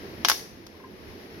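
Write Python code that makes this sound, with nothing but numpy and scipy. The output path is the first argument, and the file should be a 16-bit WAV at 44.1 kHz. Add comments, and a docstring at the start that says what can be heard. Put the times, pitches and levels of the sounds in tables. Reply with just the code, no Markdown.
"""A sharp click, then a quick rattle: a metal gas regulator handled close to the microphones in a workshop.
Each contact is a crack, a short clatter of parts and a faint ring of the body, in a small room.
A loose part gives a tiny double tick, then the handle knocks softly a few times.
A steady low rush, rumble and faint hiss lie underneath."""
import sys
import numpy as np
from scipy import signal
from scipy.fft import rfft, irfft, next_fast_len
from scipy.io import wavfile
from scipy.ndimage import map_coordinates

SR = 44100
rng = np.random.default_rng(int(sys.argv[2]) if len(sys.argv) > 2 else 0)


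def materialize(psi):
    """Save the field psi as 16-bit PCM at rate SR to the path in sys.argv[1].

    A 1-D psi becomes a single channel; in a 2-D psi each row is a channel.
    """
    bounded = np.clip(np.atleast_2d(psi).T, -1, 1)
    quanta = np.round(bounded * 32767).astype(np.int16)
    wavfile.write(sys.argv[1], SR, quanta)


N = 61739


def clicks():
    """Metal contacts: each one cracks, shakes the parts into a clatter and rings the body."""
    # (time [s], level [dB], thump [dB], bite [dB], treble [dB], clatter [dB])
    contacts = [(.2486, -2.5, 3, 3, -8.5, 2), (0.2857, -1.5, -9, -2, 2, -0.5),
                (0.2985, 1.5, -1.5, -4, 2.5, -1), (.3160, -6.5, 0, 0, -8.5, -0.5)]
    # spectra (frequency [Hz], level [dB])
    crack_spectrum = [(100, -34), (450, -12.5), (700, -3), (900, 1), (1250, 1.5), (1700, 5), (2300, -3.5),
                      (3300, 1), (5400, -2.5), (8000, -9), (11000, -7.5), (15500, -15)]
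    clatter_spectrum = [(200, -18), (550, -11), (900, -5.5), (1500, -3.5), (2300, -4.5), (3300, -3.5),
                        (4200, 0.5), (5600, 4), (7500, -9), (11000, -6), (15500, -14.5)]
    # (frequency [Hz], level [dB], t60 [s])
    body_modes = [(730, -7.5, 0.11), (859, -2.5, 0.069), (1086, 3, 0.07), (1173, -7.5, 0.062),
                  (1301, -1.5, 0.041), (1500, 1, 0.028), (1790, -9, 0.049), (2908, -3.5, 0.11),
                  (4420, -4, 0.083), (4900, -6, 0.089), (5250, -13, 0.33), (5550, -4, 0.07),
                  (5720, -5, .22), (6217, -9, 0.26)]
    crack_db, clatter_db, ring_db = 10, 10.5, -35.5
    clatter_t60_s, clatter_rise_s = 0.048, 0.00052
    echo_s, echo_db = 0.0054, -15  # off a nearby surface
    low_cut_hz = 260  # small parts radiate no bass
    out, t = np.zeros((2, N)), np.arange(SR // 2) / SR
    crack = snap(crack_spectrum, t)
    crack = filtered(crack, lambda hz: 1 + amp(echo_db) * np.exp(-2j * np.pi * hz * echo_s))
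    for start_s, db, thump_db, bite_db, treble_db, shake_db in contacts:
        shake = diffuse_noise(len(t)) * amp(-60 * t / clatter_t60_s) * (1 - np.exp(-t / clatter_rise_s))
        shake /= np.linalg.norm(shake, axis=1, keepdims=True)
        clatter = amp(clatter_db + shake_db) * coloured(shake, clatter_spectrum)
        hit = amp(crack_db) * crack + clatter + amp(ring_db) * ring(body_modes, t)
        tone = [(810, thump_db), (1610, 0), (3400, bite_db), (5500, 0), (11000, treble_db)]  # [Hz], [dB]
        add(out, start_s, amp(db) * in_room(coloured(hit, tone)))
    return signal.sosfilt(signal.butter(2, low_cut_hz, "highpass", fs=SR, output="sos"), out)


def snap(spectrum, t):
    """One impulse carried by bending waves in the metal: treble arrives first."""
    delay_s, ref_hz = 0.00013, 1000  # group delay at ref_hz
    impulse = coloured(1.0 * (t == 0), spectrum)
    return filtered(impulse, lambda hz: np.exp(-4j * np.pi * delay_s * np.sqrt(hz * ref_hz)))


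def ring(modes, t, scatter_db=1):
    """Decaying modes struck together; their levels vary from blow to blow."""
    return sum(amp(db + scatter_db * rng.standard_normal() - 60 * t / t60_s) * np.cos(2 * np.pi * hz * t)
               for hz, db, t60_s in modes)


def ticks():
    """A loose part touches too lightly to clatter: a bare snap each time."""
    # (time [s], level [dB])
    contacts = [(0.6671, -22), (0.6703, -21)]
    # (frequency [Hz], level [dB])
    spectrum = [(200, -15), (1200, 3.5), (3000, -3.5), (4200, 2), (5200, 5.5), (7500, -6), (11000, -7),
                (15500, -10)]
    out, t = np.zeros((2, N)), np.arange(SR // 2) / SR
    for start_s, db in contacts:
        add(out, start_s, amp(db) * in_room(snap(spectrum, t)))
    return out


def knocks():
    """Soft contacts excite only the handle's low modes."""
    # (time [s], level [dB])
    contacts = [(.742, -53), (0.799, -47), (.838, -40.5), (1.097, -53)]
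    # (frequency [Hz], level [dB], t60 [s])
    handle_modes = [(944, -6.5, 0.1), (1038, 0.5, 0.1), (1620, -8, 0.057), (2090, -6, .05)]
    rise_s = 0.0026
    out, t = np.zeros((2, N)), np.arange(SR // 2) / SR
    for start_s, db in contacts:
        knock = ring(handle_modes, t) * (1 - np.exp(-t / rise_s))
        add(out, start_s, amp(db) * in_room(knock))
    return out


def in_room(x):
    """Direct sound plus the small room's diffuse tail."""
    # (frequency [Hz], t60 [s])
    decay = [(300, 0.3), (1200, 0.08), (3000, 0.33), (6000, 0.45), (11000, 0.4), (15000, 0.3)]
    # (frequency [Hz], level [dB])
    tail_spectrum = [(300, 0), (1200, -14), (3000, -11), (6000, -9), (12000, -7)]
    build_up_s = 0.0034
    band_hz, t, bands = signal.stft(diffuse_noise(SR // 2), SR, nperseg=256)
    t60_s = along(decay, band_hz)[:, None]
    envelope = amp(-60 * t / t60_s) / np.sqrt(t60_s) * (1 - np.exp(-t / build_up_s))
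    _, tail = signal.istft(bands * envelope, SR, nperseg=256)
    tail = filtered(tail / np.linalg.norm(tail[0]), lambda hz: amp(along(tail_spectrum, hz)))
    return x + signal.fftconvolve(np.atleast_2d(x), tail, axes=1)[:, :x.shape[-1]]


def at_microphones(x):
    """The regulator is nearer the right microphone, so the left lags; both are dull around 8 kHz."""
    # (frequency [Hz], lag [s])
    left_lag = [(900, 0), (1200, .00007), (1700, .0002), (4400, .00038), (8000, .00042)]
    # (frequency [Hz], gain [dB])
    notch = [(6300, 3), (7200, -6.5), (8200, -8.5), (9100, -10), (10000, 1)]
    lag_share = np.array([[0.5], [-0.5]])
    delayed = filtered(x, lambda hz: np.exp(-2j * np.pi * hz * lag_share * along(left_lag, hz)))
    return coloured(delayed, notch)


def background():
    """Hiss, low rush and rumble, slightly unsteady; they dip after the clicks and slowly return."""
    # (time [s], hiss [dB], rush [dB], rumble [dB])
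    levels = [(0, -47.5, -44, -55), (.22, -48, -42.5, -49), (.33, -44.5, -44, -58),
              (.55, -54, -49.5, -53.5), (.8, -55, -47.5, -62), (1.0, -52, -46, -54.5),
              (1.09, -50, -47.5, -47), (1.17, -50.5, -44.5, -56), (1.28, -50, -47.5, -59),
              (1.38, -49, -43, -54)]
    # spectra (frequency [Hz], level [dB])
    hiss = [(350, -39), (600, -5), (1000, -6.5), (1500, -10), (1950, -6.5), (3400, -14), (5500, -13.5),
            (6500, -23.5), (7400, -35), (8400, -47.5), (9600, -29), (11200, -19.5), (16000, -30)]
    rush = [(60, -17.5), (130, -7), (210, -2.5), (290, -3), (360, 0.5), (450, -3.5), (560, -11),
            (800, -18.5), (1500, -55)]
    rumble = [(15, -35), (35, -10.5), (60, -7.5), (85, 0), (110, -8), (180, -22), (400, -68)]
    sways_db = (0.58, 0.46, 1)
    times_s, *curves_db = np.transpose(levels)
    out, t = np.zeros((2, N)), np.arange(N) / SR
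    for spectrum, curve_db, sway_db in zip((hiss, rush, rumble), curves_db, sways_db):
        level_db = np.interp(t, times_s, curve_db) + sway_db * wobble(knots_per_s=17.95)
        noise = filtered(diffuse_noise(N), lambda hz: amp(along(spectrum, hz)))
        out += amp(level_db) * noise / np.sqrt(np.mean(noise ** 2))
    return out


def diffuse_noise(size):
    """White noise at two microphones: alike in the bass, unrelated in the treble."""
    # (frequency [Hz], left-right correlation [-1..1])
    correlation = [(30, 0.043), (80, .65), (200, 0.9), (400, 0.88), (800, 0.062), (1500, -0.24),
                   (4000, -0.013), (15000, -0.089)]

    def mid_side_gains(hz):
        angle = np.arccos(along(correlation, hz)) / 2
        return np.array([np.cos(angle), np.sin(angle)])

    mid, side = filtered(rng.standard_normal((2, size)), mid_side_gains)
    return np.array([mid + side, mid - side])


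def wobble(knots_per_s):
    """Smooth random curve."""
    return map_coordinates(rng.standard_normal(size=256), [np.arange(N) * knots_per_s / SR], mode="mirror")


def amp(db):
    """Decibels to gain."""
    return 10 ** (np.asarray(db) / 20)


def along(points, hz):
    """Interpolate (frequency [Hz], value) points on a log axis."""
    knots_hz, values = np.transpose(points)
    return np.interp(np.log(hz + 1), np.log(knots_hz + 1), values)


def filtered(x, response):
    """Apply a complex response(hz)."""
    n = x.shape[-1]
    padded = 2 * next_fast_len(n)
    return irfft(rfft(x, padded) * response(np.fft.rfftfreq(padded, 1 / SR)), padded)[..., :n]


def coloured(x, spectrum):
    """Minimum-phase filter through (frequency [Hz], gain [dB]) points."""
    def response(hz):
        cepstrum = irfft(np.log(amp(along(spectrum, hz))))
        half = len(cepstrum) // 2
        cepstrum[1:half] *= 2
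        cepstrum[half + 1:] = 0
        return np.exp(rfft(cepstrum))

    return filtered(x, response)


def add(track, start_s, sound):
    """Mix a sound into the track."""
    part = track[:, round(start_s * SR):][:, :sound.shape[-1]]
    part += sound[..., :part.shape[-1]]


def scene():
    """The regulator in its room, over the background."""
    return at_microphones(clicks() + ticks() + knocks()) + background()


def record(dry):
    """The microphones differ in colour; the recorder rounds the highest peaks and cuts the top."""
    # (frequency [Hz], left minus right [dB])
    balance = [(300, -2), (700, -2.5), (900, 2), (1200, 1), (1700, 8.5), (2500, 4.5), (3400, 4.5),
               (5200, 3), (8000, -4.5), (11000, -4), (15000, -4)]
    top_hz = 15900
    balance_share = np.array([[0.5], [-0.5]])
    heard = filtered(dry, lambda hz: amp(balance_share * along(balance, hz)))
    rounded = heard / (1 + heard ** 4) ** 0.25
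    return filtered(rounded, lambda hz: 1 / np.sqrt(1 + (hz / top_hz) ** 160))


dry = scene()
out = record(dry)
materialize(out)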